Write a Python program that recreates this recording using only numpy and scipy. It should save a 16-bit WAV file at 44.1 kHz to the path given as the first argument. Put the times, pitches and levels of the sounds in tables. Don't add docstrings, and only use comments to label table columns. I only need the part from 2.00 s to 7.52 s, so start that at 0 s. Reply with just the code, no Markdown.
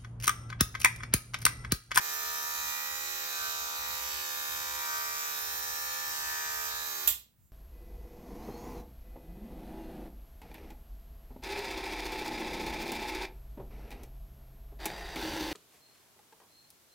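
import sys
import numpy as np
from scipy import signal
from scipy.fft import rfft, irfft, next_fast_len
from scipy.io import wavfile
from scipy.ndimage import uniform_filter1d, map_coordinates

SR = 44100
rng = np.random.default_rng(int(sys.argv[2]) if len(sys.argv) > 2 else 0)


def wav_out(sig):
    wavfile.write(sys.argv[1], SR, np.round(np.clip(np.atleast_2d(sig).T, -1, 1) * 32767).astype(np.int16))


N = 243431
OFF_S = 5.085


def amp(db):
    return 10 ** (np.asarray(db) / 20)


def unit(x):
    return x / np.sqrt(np.mean(np.abs(x) ** 2) + 1e-20)


def along(points, hz):
    freqs, values = np.transpose(points)
    return np.interp(np.log(hz + 1), np.log(freqs + 1), values)


def clock():
    return np.arange(N) / SR


def curves(rows):
    times, *columns = np.transpose(rows)
    return [np.interp(clock(), times, column) for column in columns]


def swells(rows):
    return sum(height * np.exp(-((clock() - middle) / half) ** 2) for middle, half, height in rows)


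def wobble(rate):
    coarse = clock()[::64]
    knots = rng.standard_normal(4096)
    return np.interp(clock(), coarse, map_coordinates(knots, [coarse * rate + 2], mode="wrap"))


def filtered(x, response):
    size = next_fast_len(N + SR // 2)
    return irfft(rfft(x, size) * response(np.fft.rfftfreq(size, 1 / SR)), size)[..., :N]


# f/Hz, left minus right/dB
MIC_BALANCE = [(1500, 0), (4400, -2), (8000, -1), (11000, -5.5), (14500, -12)]
def coloured(x, spectrum):
    def response(hz):
        gain_db = along(spectrum, hz) + np.outer([.5, -.5], along(MIC_BALANCE, hz))
        cepstrum = irfft(np.log(amp(gain_db)))
        cepstrum[:, 1:] *= 2
        cepstrum[:, cepstrum.shape[1] // 2:] = 0
        return np.exp(rfft(cepstrum))
    return filtered(x, response)


def noise(spectrum, alike):
    mid, side = rng.standard_normal((2, N))
    turn = np.arccos(np.clip(alike, -1, 1)) / 2
    pair = np.cos(turn) * mid + np.outer([1, -1], np.sin(turn) * side)
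    return unit(coloured(pair, spectrum))


def pulses(times, sizes):
    at = times[:, None] * SR
    taps = np.floor(at).astype(int) + np.arange(-7, 9)
    shape = np.sinc(taps - at) * np.cos(np.pi * (taps - at) / 16) ** 2
    return np.bincount(np.clip(taps, 0, N).ravel(), (shape * sizes[:, None]).ravel(), N + 1)[:N]


# f/Hz, t60/s
ROOM_ECHO = [(200, 0.93), (1000, 0.16), (3500, 0.35), (8000, 0.25), (15000, 0.23)]
def click_path(ring_t60, room_db):
    hz, t, bands = signal.stft(rng.standard_normal((2, SR // 3)), SR, nperseg=256)
    fade = amp(-60 * t / along(ROOM_ECHO, hz)[:, None])
    echo = signal.istft(bands * fade, SR, nperseg=256)[1]
    age = np.arange(echo.shape[1]) / SR
    echo = echo * np.clip(age / 0.004, 0, 1)
    ring = rng.standard_normal(echo.shape) * amp(-60 * age / ring_t60)
    both = np.array([unit(side) for side in ring]) + amp(room_db) * unit(echo)
    return both / np.linalg.norm(both[0])


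# start t/s, length/s, level/dB
RUMBLE_SWELLS = [(.26, .08, -64), (0.573, 0.13, -61.5), (0.915, .05, -62.5), (1.41, .27, -63),
                 (1.794, 0.41, -59.5), (2.495, 0.29, -60), (2.93, 0.0597, -65), (3.43, 0.37, -62),
                 (3.84, .07, -62.5), (4.056, 0.06, -59), (4.201, .16, -60), (4.47, 0.13, -60),
                 (4.649, 0.17, -60.5), (5.38, 0.077, -64.5)]
# f/Hz, level/dB
RUMBLE_COLOUR = [(20, -41.5), (42, -25.5), (54, -13), (62, 4), (74, -13), (88, -14), (110, -18), (170, -26),
                 (400, -53.5)]
AIR_COLOUR = [(30, -13), (140, -0.5), (220, -3.5), (400, -15.5), (1000, -19.5), (4000, -28), (9000, -26),
              (14000, -22)]
def salon(rise_s=.025, fall_s=.035, floor_db=-71, waver_db=2.5, sink_db_per_s=55):
    now = clock()
    level = amp(floor_db + waver_db * wobble(8) - sink_db_per_s * np.maximum(now - OFF_S, 0))
    for start, length, db in RUMBLE_SWELLS:
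        outside = np.maximum(start - now, 0) / rise_s + np.maximum(now - start - length, 0) / fall_s
        level = np.maximum(level, amp(db - 0.5) * np.exp(-outside))
    boom = noise(RUMBLE_COLOUR, alike=0.9)
    power = uniform_filter1d(np.mean(boom ** 2, axis=0), SR // 10)
    steady = boom / np.sqrt(np.abs(power) + 1e-6)
    lean_left = amp([[1.1], [-1.1]])
    return level * steady * lean_left + amp(-71) * noise(AIR_COLOUR, alike=0.49)


def brush(middle_s=5.455, half_s=0.066, db=-72):
    hair = noise([(4500, -31), (7300, 4), (9500, -13.5), (13500, 4), (16000, -13.5)], alike=0)
    return swells([(middle_s, half_s, amp(db))]) * hair


# f/Hz, level/dB, t60/s
ROOM_NOTES = [(60.4, 8, 0.34), (87, -3, .36), (126.8, -14, .5), (166, -20.5, 0.63)]
def thump(start_s=5.04, rise_s=0.04, gain_db=-43):
    age = np.maximum(clock() - start_s, 0)
    boom = sum(amp(level - 60 * age / t60) * np.sin(2 * np.pi * hz * age)
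               for hz, level, t60 in ROOM_NOTES)
    return amp(gain_db) * (1 - np.exp(-age / rise_s)) ** 2 * boom


# t/s, level/dB
SWITCH_CLICKS = [(5.0752, -5), (5.0767, -2.5), (5.0795, -1.5)]
# f/Hz, level/dB
SNAP_COLOUR = [(200, -39), (800, -26), (1500, -19), (2500, -15.5), (3600, -14), (4500, -15.5),
               (6300, -14.5), (7500, -2.5), (9000, -17.5), (10200, -13), (11500, -4.5), (13800, -2),
               (15500, -11.5)]
def switch():
    times, db = np.transpose(SWITCH_CLICKS)
    clicks = pulses(times, amp(db + 16.5))
    snap = signal.fftconvolve(clicks[None], click_path(ring_t60=0.007, room_db=0.5), axes=1)[:, :N]
    age = np.maximum(clock() - times[0], 0)
    case = noise([(1800, -44.5), (2800, -6), (3600, 2.0), (4000, -8), (5200, -54)], alike=0)
    return coloured(snap, SNAP_COLOUR) + case * (age > 0) * amp(-33 - 250 * age)


def hum(strokes, tones, wander, drift_hz, scatter):
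    out, now = np.zeros((2, N)), clock()
    coarse = now[::128]
    for multiple, db, tilt_db, alike in tones:
        apart = np.arccos(np.clip(alike, -1, 1))
        tone = np.exp(1j * (2 * np.pi * round(multiple) * strokes + scatter * rng.standard_normal()))
        for ear, side in enumerate([.5, -.5]):
            drift = [map_coordinates(rng.standard_normal(128), [coarse * drift_hz + 2], mode="wrap")
                     for _ in range(2)]
            direct = np.exp(-1j * side * apart)
            reflected = wander * (drift[0] + 1j * drift[1])
            gain = np.sqrt(2) * amp(db + side * tilt_db) * unit(direct + reflected)
            out[ear] += (np.interp(now, coarse, gain) * tone).real
    return out


# multiple of the stroke rate, free-running level/dB, left minus right/dB,
# left-right likeness, change with slowing/(dB per Hz), change when lifted/dB
MOTOR_TONES = [(2, -81.5, -4, .99, 2.5, -2), (3, -77, 0, 1, 0.5, -2), (4, -73, -3.5, 0.74, -2, 0),
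               (5, -62, 2, 0.037, -6.5, 6), (6, -70.5, 1.8, 0.42, 7, 2.5),
               (7, -54.5, -7.5, 1, -11.5, -11.5), (8, -69.5, 9, -0.59, 2.5, -0.5),
               (9, -70.5, -2.5, 1, 7.5, -1.5), (10, -64.5, -3.5, 0.43, -0.5, -8.5),
               (11, -57, 7, .67, -2, 0), (12, -58, -4, -0.75, 1.5, -2), (13, -53.5, -.5, 0.51, 0.2, -6.5),
               (14, -51, 2, -0.96, -4.5, -8), (15, -62.5, -19.5, -1.4, -4.5, 4),
               (16, -54.5, 2.5, 0.84, 2.5, -2), (17, -54, -0.5, -0.55, 5.5, -4),
               (18, -57, -3, -0.7, 1, -5.5), (19, -53, 1.5, -0.48, -1, 1), (20, -54, -3.5, -0.55, 0, 2),
               (21, -54.5, -1, -0.46, 3.5, -10)]
# middle t/s, half length/s, how far (1 = well clear)
SKIN_LIFTS = [(1.12, 0.13, 0.66), (2.186, 0.081, .55), (5.009, 0.16, 1.1)]
# middle t/s, half length/s, boost/dB
HAIR_BITES = [(1.44, 0.053, 6), (2.93, 0.098, 5)]
def motor(strokes, speed_hz, free_hz=74.565, lag_s=.06, nasal_hz=1475, nasal_width_hz=310):
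    now = clock()
    slowing_hz = np.interp(now - lag_s, now, free_hz - speed_hz)
    lifted, bite_db = swells(SKIN_LIFTS), swells(HAIR_BITES)
    out = np.zeros((2, N))
    for *tone, db_per_hz, lifted_db in MOTOR_TONES:
        nasal = np.exp(-((tone[0] * free_hz - nasal_hz) / nasal_width_hz) ** 2)
        work_db = db_per_hz * slowing_hz + lifted_db * lifted + nasal * bite_db
        out += amp(work_db) * hum(strokes, [tone], wander=0.31, drift_hz=2.806, scatter=2.38)
    return out


# multiple of the stroke rate, level/dB, left minus right/dB, left-right likeness
MIDDLE_TONES = [(22, -11, -8.5, 0.26), (23, 4.5, -3, -0.26), (24, 2, 10, 0.37), (25, -2.5, 5.5, 0.31)]
UPPER_TONES = [(26, 1.5, -24, 0.88), (27, -17, 4, -1.1), (28, -1.5, 6.5, 0.32), (29, 3, -2, -0.26),
               (30, -10.5, 5, 0.65), (31, 1, 7, -0.52), (32, 1.5, 3, 0.74), (33, 4.5, 8.5, 0.69),
               (34, -2, -25, -0.35), (35, -36, 10, -0.66), (36, -17.5, 8, 0.068)]
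# t/s, middle level/dB, upper level/dB
SHELL_LEVELS = [(0.04, -41.5, -48), (0.64, -45.5, -42.5), (0.76, -47.5, -40), (1.18, -42, -42),
                (1.6, -53, -47.5), (1.72, -54, -49), (1.84, -44, -41.5), (2.08, -47.5, -42),
                (2.92, -44.0, -45.5), (3.1, -48, -42), (3.52, -45.5, -50), (4.06, -41.5, -49.5),
                (4.18, -45.5, -51), (4.3, -40.0, -46.5), (4.6, -43.0, -45.5), (4.72, -44, -54),
                (4.78, -42, -52), (5.02, -49, -49.5)]
def shell(strokes):
    middle_db, upper_db = curves(SHELL_LEVELS)
    middle = unit(hum(strokes, MIDDLE_TONES, wander=0.44, drift_hz=2.75, scatter=2.38))
    upper = unit(hum(strokes, UPPER_TONES, wander=0.66, drift_hz=2.801, scatter=2.13))
    return amp(middle_db - 3.5) * middle + amp(upper_db - 4.5) * upper


def moving_hand(x, ring_t60, room_db, places=6):
    place = clock() / OFF_S * (places - 1)
    out = np.zeros((2, N + SR))
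    for k in range(places):
        near = np.flatnonzero(np.abs(place - k) < 1)
        share = np.cos(np.pi / 2 * (place[near] - k))
        heard = signal.fftconvolve((x[near] * share)[None], click_path(ring_t60, room_db), axes=1)
        out[:, near[0]:near[0] + heard.shape[1]] += heard
    return out[:, :N]


def clatter(strokes, positions, levels_db, load_db, jitter_s, size_db, grit, grit_s, room_db):
    turns = np.arange(int(strokes[int(OFF_S * SR)]))
    loads = np.array([amp(db + load_db * wobble(3.034)[turns * N // len(turns)]) for db in levels_db])
    loads = loads / np.linalg.norm(loads, axis=0)
    out = np.zeros((2, N))
    for position, load in zip(positions, loads):
        chance = rng.standard_normal((len(turns), 2))
        times = np.interp(turns + position, strokes, clock()) + jitter_s * chance[:, 0]
        hits = pulses(times, load * amp(size_db * chance[:, 1]))
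        trail = signal.lfilter([1], [1, -np.exp(-1 / (grit_s * SR))], np.abs(hits))
        puffs = grit * np.std(hits) * unit(trail * rng.standard_normal(N))
        out += moving_hand(hits + puffs, ring_t60=.0028, room_db=room_db)
    return out


# position (0 to 1), clack level/dB, sizzle level/dB
BLADE_CONTACTS = [(.08, -3, -3), (.32, -10, -1.5), (.58, 1, -14), (.72, -11, -7), (.97, -12.5, 2.5)]
# t/s, clack level/dB, sizzle level/dB, ring level/dB
BLADE_LEVELS = [(0.04, -36.5, -36, -44.5), (0.46, -38.0, -36.5, -46.5), (0.7, -37, -35, -43),
                (0.82, -40, -37.0, -44), (1.48, -38.0, -37, -42), (1.72, -38.5, -38.5, -43.5),
                (1.84, -39, -37.5, -44.0), (2.14, -37, -37.0, -44.5), (2.44, -38.5, -36.5, -45.5),
                (2.92, -38, -37.5, -47.5), (3.22, -37, -37.5, -48), (3.34, -38.5, -36.5, -45.5),
                (4.48, -37, -38, -46), (4.66, -37.5, -35, -48), (4.72, -38.5, -38, -41.5),
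                (5.02, -40.5, -36.0, -47)]
# f/Hz, level/dB
CLACK_COLOUR = [(1500, -52), (2400, 1.5), (2800, -7.5), (3300, -3.5), (3850, -12.5), (4500, -4.5),
                (5300, .5), (6300, 1.5), (7600, -1), (8700, -9), (10000, -22), (12000, -42)]
RING_COLOUR = [(2600, -46), (3400, -25.5), (3700, -2), (3950, 3.5), (4300, -4), (5500, -62.5)]
SIZZLE_COLOUR = [(7000, -37.5), (9500, -12), (11000, -8), (12300, -5), (13800, -0.5), (15000, -7),
                 (16000, -8.5)]
SHEAR_COLOUR = [(150, -21), (300, -11.5), (700, -12), (1200, -1.5), (1800, 2), (2600, -2.5), (4000, -9.5),
                (8000, -44.5)]
def blade(strokes):
    clack_db, sizzle_db, ring_db = curves(BLADE_LEVELS)
    positions, clack_sizes, sizzle_sizes = np.transpose(BLADE_CONTACTS)
    steel = clatter(strokes, positions, clack_sizes, load_db=2.5, jitter_s=2e-6, size_db=0.65,
                    grit=0.37, grit_s=0.0011, room_db=5.5)
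    teeth = clatter(strokes, positions, sizzle_sizes, load_db=2.0, jitter_s=3e-6, size_db=0.3,
                    grit=0.61, grit_s=0.0013, room_db=3.5)
    clack = amp(clack_db - 2.5) * unit(coloured(steel, CLACK_COLOUR))
    ring = amp(ring_db - 2.5) * unit(coloured(steel, RING_COLOUR))
    sizzle = amp(sizzle_db - 2.0) * unit(coloured(teeth, SIZZLE_COLOUR))
    shear = amp(-54.0 - 220 * np.maximum(clock() - OFF_S, 0)) * noise(SHEAR_COLOUR, alike=0.42)
    return clack + ring + sizzle + shear


# t/s, stroke rate f/Hz
MOTOR_SPEED = [(0.0, 73.9), (0.18, 73.24), (1.15, 74.43), (1.4, 73.27), (1.84, 73.76), (1.91, 73.85),
               (2.16, 74.32), (2.38, 73.87), (2.72, 74.16), (2.89, 73), (3.51, 73.88), (3.73, 73.76),
               (3.9, 74.06), (4.06, 73.9), (4.13, 73.64), (4.56, 72.92), (4.79, 73.67), (5.04, 74.04)]
def clipper(flutter_hz=0.0298, fade_db_per_s=230):
    speed_hz, = curves(MOTOR_SPEED)
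    strokes = np.cumsum(speed_hz + flutter_hz * wobble(25)) / SR
    housing = motor(strokes, speed_hz) + shell(strokes)
    fade = amp(-fade_db_per_s * np.maximum(clock() - OFF_S, 0))
    return housing * fade + blade(strokes)


def scene():
    return clipper() + switch() + thump() + brush() + salon()


def record(dry, ceiling=0.67, top_hz=15850):
    rounded = dry / (1 + (dry / ceiling) ** 4) ** (1 / 4)
    return filtered(rounded, lambda hz: hz < top_hz)


dry = scene()
out = record(dry)
wav_out(out)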